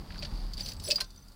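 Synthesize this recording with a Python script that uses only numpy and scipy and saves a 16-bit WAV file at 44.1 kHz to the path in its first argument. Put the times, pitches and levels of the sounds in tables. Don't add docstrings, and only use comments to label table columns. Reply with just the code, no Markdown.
import sys
import numpy as np
from scipy import signal
from scipy.fft import rfft, irfft
from scipy.io import wavfile

SR = 44100
rng = np.random.default_rng(int(sys.argv[2]) if len(sys.argv) > 2 else 0)


def wav_record(signal):
    frames = np.transpose(np.atleast_2d(signal))
    bounded = np.clip(frames, -1, 1)
    quanta = np.round(bounded * 32767).astype(np.int16)
    wavfile.write(sys.argv[1], SR, quanta)


N = 59535

# (time [s], crack level [dB], crack decay [s], ring gain [dB], low cut [Hz], piece)
KEY_CLACKS = [(.189, -52.5, .002, -6, 3500, "tip"), (.1945, -54, .001, -5.5, 3500, "tip"),
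              (.535, -43.5, 0.0074, -2, 3430, "tip"), (.570, -50, 0.0026, -7, 3500, "tip"),
              (0.6063, -39, 0.0025, 4.5, 3480, "tip"), (.686, -39.5, 0.0027, -0.5, 3000, "tip"),
              (0.9035, -31, 0.0025, -6, 2600, "large"), (0.9094, -19.5, 0.00089, -0.5, 3400, "large"),
              (.9160, -27.5, 0.0018, -4.5, 3640, "large"), (0.9183, -28.5, 0.0025, -11, 2400, "large"),
              (0.9575, -34.5, 0.0054, -1, 3380, "small"), (1.0044, -29.5, 0.0022, -6, 1820, "hoop"),
              (1.008, -29, 0.001, 2.5, 1670, "hoop"), (1.014, -36, 0.0051, -6, 755, "hoop")]
KEY_MODES = {"large": [(1750, -45, .04), (2542, -37, .055), (2598, -26.5, 0.063), (2955, -32.5, 0.041),
             (4438, -39.5, 0.076), (4888, -34.5, 0.074), (5089, -37.5, 0.043), (5240, -30, 0.043),
             (5240, -34.5, 0.043), (5573, -32, .05), (6970, -52, .055), (7957, -39, 0.039)],
             "small": [(4517, -40, 0.054), (4834, -30.5, 0.069), (7100, -48, .06), (14090, -56, 0.058),
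             (15200, -36, .035)], "hoop": [(1045, -43.5, 0.1), (1367, -45.5, 0.081), (1548, -43.5, .1),
             (4150, -32, 0.049), (4223, -44, 0.031), (4470, -46, 0.044), (5606, -39, 0.034),
             (10400, -42, 0.048), (12750, -46, .035), (15400, -46, .04)], "tip": [(4530, -47.5, 0.037),
             (4797, -46, 0.03), (4980, -52, .035), (15450, -49, .04)]}
# (time [s], level before filtering [dB], low cut [Hz])
KEY_SNAPS = [(.9101, -2.5, 3400), (1.0041, -16, 2000), (1.0090, -12, 2000)]
# (time [s], frequency [Hz], level [dB], t60 [s])
KEY_TAILS = [(1.009, 3590, -67, 1), (1.009, 1397, -72.5, 9), (1.01, 8200, -70, .5)]
# (time [s], frequency [Hz], level [dB], t60 [s])
KEY_TINKLES = [(.620, 10560, -58, 0.2), (0.63, 6002, -43, 0.09), (.648, 14900, -52, 0.2),
               (.76, 8020, -64, 0.87), (0.839, 10540, -38, 0.13), (0.842, 5930, -49.5, 0.66),
               (.848, 11600, -51, .16), (.858, 7930, -43, .16), (.868, 15200, -46, 0.16),
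               (.878, 7260, -50, .14), (0.884, 9470, -33, 0.06), (1.176, 6030, -46.5, .06),
               (1.2206, 6080, -55.5, 0.057)]
# (frequency [Hz], relative level [dB])
SHIMMER_NOTES = [(5230, -1), (6002, 2), (6250, -21), (7100, -17), (7230, -2), (7957, -4), (8350, -6),
                 (9000, -2), (9500, -9), (10200, -11), (10560, -3), (11600, -10), (12150, -6), (12700, -18),
                 (14100, -8), (15070, -10), (15500, 4)]
# (time [s], level [dB])
SLIDE_LEVEL = [(.55, -93), (.58, -63), (.62, -56), (.69, -52.5), (.75, -72), (.81, -67), (.85, -51.5),
               (.91, -47), (.96, -58), (1.01, -74), (1.05, -89), (1.3, -91)]
# (time [s], level [dB])
RUB_LEVEL = [(0, -69), (.15, -62.5), (.24, -57), (.29, -61.5), (.41, -59.5), (.47, -63), (.565, -64),
             (.58, -50), (.615, -49), (.635, -57), (.69, -48), (.74, -61), (.78, -76.5), (.82, -60),
             (.88, -50), (.99, -54.5), (1.04, -57.5), (1.07, -71.5), (1.35, -71.5)]
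# (frequency [Hz], relative density [dB])
RUB_SPECTRUM = [(200, -0.5), (600, 8.5), (1200, -3), (2200, 1), (3600, 5.5), (5000, 3.5), (7000, -6),
                (9000, -2), (13000, -10), (15500, -16)]
# (time [s], level [dB], low cut [Hz], high cut [Hz])
CLOTH_TICKS = [(0.1037, -37.5, 890, 2580), (0.121, -39.5, 2280, 3500), (0.1428, -38.5, 1400, 2760),
               (0.1557, -37.5, 890, 2010), (0.178, -39, 3000, 4200), (.2235, -33, 2000, 4200),
               (0.2282, -33, 1840, 5240), (.235, -37.5, 1180, 4900), (0.2484, -34.5, 1400, 4640),
               (0.2522, -38, 1180, 4360), (.311, -45, 1200, 1450), (.326, -45, 850, 1100),
               (.355, -46, 2800, 4000), (0.513, -43, 1240, 1450), (0.596, -36.5, 1960, 4700),
               (0.659, -33.5, 3200, 6900), (0.662, -35, 2420, 5250), (0.7178, -36, 2120, 6260),
               (.733, -41.5, 4500, 10900), (.765, -47, 3000, 6830), (.798, -38.5, 2280, 9150),
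               (.837, -36, 4430, 15000), (.877, -34, 2500, 5000), (0.9816, -32, 590, 2130),
               (0.991, -36.5, 397, 2180), (1.043, -43.5, 3000, 6860), (1.104, -48, 3300, 9000),
               (1.142, -63, 4000, 11100), (1.159, -50.5, 3480, 9000), (1.282, -50, 4000, 11000),
               (1.318, -52.5, 3500, 8900)]
# (time [s], level before the low cut [dB])
SEAT_THUDS = [(0.201, -29.5), (0.3231, -21), (0.431, -30.5), (0.546, -26), (0.669, -44), (1.018, -37),
              (1.245, -39)]
# (time [s], level [dB], body against the main note [dB])
HOLLOW_KNOCKS = [(.226, -35.5, -25), (.875, -36.5, -1.5), (.886, -24.5, -13), (.921, -28.5, -15.5),
                 (.985, -50, -1.5), (1.010, -41.5, -8.5)]
# (frequency [Hz], relative level [dB], t60 [s])
BODY_MODES = [(394.4, -0.5, 0.087), (473, 4, 0.064)]
# (time [s], relative level [dB])
RUMBLE_CONTOUR = [(0.0, -46), (0.032, -49), (0.348, -47), (0.536, -51.5), (0.608, -51), (0.916, -51.5),
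                  (1.124, -61), (1.35, -61.5)]
# (frequency [Hz], relative density [dB])
RUMBLE_SPECTRUM = [(15, -13), (28, 4), (45, 5.5), (65, -5), (86, -4), (120, -7), (190, -5), (300, -16),
                   (500, -23), (900, -21), (1400, -27.5), (2500, -36.5), (16000, -60)]
# (time [s], relative level [dB])
BOOM_CONTOUR = [(0.0, -56.5), (0.262, -50), (0.416, -54), (0.446, -49.5), (0.838, -45), (0.924, -59),
                (1.33, -62.5), (1.35, -80)]
# (frequency [Hz], relative density [dB])
HISS_SPECTRUM = [(100, 21.5), (500, 1.5), (1400, 7), (2200, -1), (4500, -13), (7000, -1), (16000, 0.5)]


def key_clacks():
    out = sum(ring(*tail) for tail in KEY_TAILS)
    for s, crack_db, decay_s, ring_db, low_hz, piece in KEY_CLACKS:
        out += from_db(crack_db) * contact(s, low_hz, high_hz=5660, rise_s=84e-6, decay_s=decay_s, order=2)
        attack = swell(s, rise_s=0.00041)
        for hz, db, t60 in KEY_MODES[piece]:
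            start = s + rng.random() / hz
            out += ring(start, hz, db + ring_db + rng.normal(0, 1), t60) * attack
    return out


def key_snap(s, db, low_hz, high_hz=7940):
    band = signal.butter(2, [low_hz, high_hz], "band", fs=SR, output="sos")
    return from_db(db) * signal.sosfilt(band, signal.unit_impulse(N, int(s * SR)))


def key_jingle(touches_per_s=90, waver_db=3.5):
    slide = level(SLIDE_LEVEL)
    out = np.zeros(N)
    for hz, db in SHIMMER_NOTES:
        touches = slide * rng.standard_normal(N) * (rng.random(N) < touches_per_s / SR)
        out += from_db(db) * resonate(touches, hz, t60=0.052)
    for s, hz, db, t60 in KEY_TINKLES:
        waver = from_db(waver_db * drift(rate_hz=66))
        out += ring(s, hz, db, t60) * swell(s, rise_s=0.0024) * waver
    return out


def cloth(grains_per_s=1600, spread_db=2.5, smooth_gain=0.72):
    sizes = from_db(spread_db * np.minimum(rng.exponential(1, N), 5)) * rng.choice([-1, 1], N)
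    grains = rms_one(sizes * (rng.random(N) < grains_per_s / SR))
    friction = grains + smooth_gain * rng.standard_normal(N)
    rub = level(RUB_LEVEL) * coloured(friction, RUB_SPECTRUM)
    ticks = sum(from_db(db) * contact(s, low_hz, high_hz, rise_s=0.0017, decay_s=0.0029, order=3)
                for s, db, low_hz, high_hz in CLOTH_TICKS)
    return rub + ticks


def seat_thuds(hz=37.85, t60=0.65, low_cut_hz=46.8):
    thuds = sum(ring(s, hz, db, t60) * swell(s, rise_s=0.0068) for s, db in SEAT_THUDS)
    lows = signal.sosfilt(signal.butter(1, low_cut_hz, fs=SR, output="sos"), thuds)
    return thuds - lows


def hollow_knock(s, db, body_db):
    note = ring(s, hz=588.4, db=db, t60=0.078)
    body = sum(ring(s, hz, db + body_db + mode_db, t60) for hz, mode_db, t60 in BODY_MODES)
    return (note + body) * swell(s, rise_s=0.004)


def cab(rumble_gain_db=5, boom_gain_db=-1.5, boom_hz=87, boom_width_hz=22):
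    rumble = level(RUMBLE_CONTOUR) * coloured(rng.standard_normal(N), RUMBLE_SPECTRUM)
    resonance = signal.iirpeak(boom_hz, boom_hz / boom_width_hz, fs=SR)
    boom = level(BOOM_CONTOUR) * rms_one(signal.lfilter(*resonance, drift(rate_hz=136)))
    return from_db(rumble_gain_db) * rumble + from_db(boom_gain_db) * boom


def hiss(db=-63.5):
    return from_db(db) * coloured(rng.standard_normal(N), HISS_SPECTRUM)


def contact(s, low_hz, high_hz, rise_s, decay_s, order, scatter_db=-18.5, scatter_s=0.014):
    t = since(s)
    decay = np.exp(-t / decay_s) + from_db(scatter_db) * np.exp(-t / scatter_s)
    burst = rng.choice([-1, 1], N) * swell(s, rise_s) * decay
    low_cut = signal.butter(4, low_hz, "high", fs=SR, output="sos")
    high_cut = signal.butter(order, high_hz, fs=SR, output="sos")
    makeup = np.sqrt(SR / 2 / high_hz)
    return makeup * signal.sosfilt(np.vstack([low_cut, high_cut]), burst)


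def ring(s, hz, db, t60):
    t = since(s)
    return from_db(db - 60 * t / t60) * np.sin(2 * np.pi * hz * t)


def resonate(clicks, hz, t60):
    radius, angle = from_db(-60 / (t60 * SR)), 2 * np.pi * hz / SR
    return signal.lfilter([0, np.sin(angle)], [1, -2 * radius * np.cos(angle), radius ** 2], clicks)


def drift(rate_hz):
    return coloured(rng.standard_normal(N), [(rate_hz, 0), (rate_hz * 10, -60)])


def coloured(x, spectrum):
    hz, db = np.transpose(spectrum)
    bins = np.maximum(np.fft.rfftfreq(N, 1 / SR), 1)
    curve = from_db(np.interp(np.log(bins), np.log(hz), db))
    return rms_one(irfft(rfft(x) * curve, N))


def swell(s, rise_s):
    return 1 - np.exp(-since(s) / rise_s)


def level(points):
    return from_db(np.interp(np.arange(N) / SR, *np.transpose(points)))


def since(s):
    return np.maximum(np.arange(N) / SR - s, 0)


def rms_one(x):
    return x / np.sqrt(np.mean(x ** 2) + 1e-20)


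def from_db(db):
    return 10 ** (np.asarray(db) / 20)


def scene():
    keys = key_clacks() + sum(key_snap(*snap) for snap in KEY_SNAPS) + key_jingle()
    knocks = sum(hollow_knock(*knock) for knock in HOLLOW_KNOCKS)
    return (keys + cloth() + seat_thuds() + knocks + cab() + hiss())[None]


def record(dry, port_hz=4660, port_width_hz=456, port_gain_db=13, cutoff_hz=15850):
    port = signal.lfilter(*signal.iirpeak(port_hz, port_hz / port_width_hz, fs=SR), dry)
    high_cut = signal.ellip(10, .1, 80, cutoff_hz, fs=SR, output="sos")
    return signal.sosfilt(high_cut, dry + from_db(port_gain_db) * port)


dry = scene()
out = record(dry)
wav_record(out)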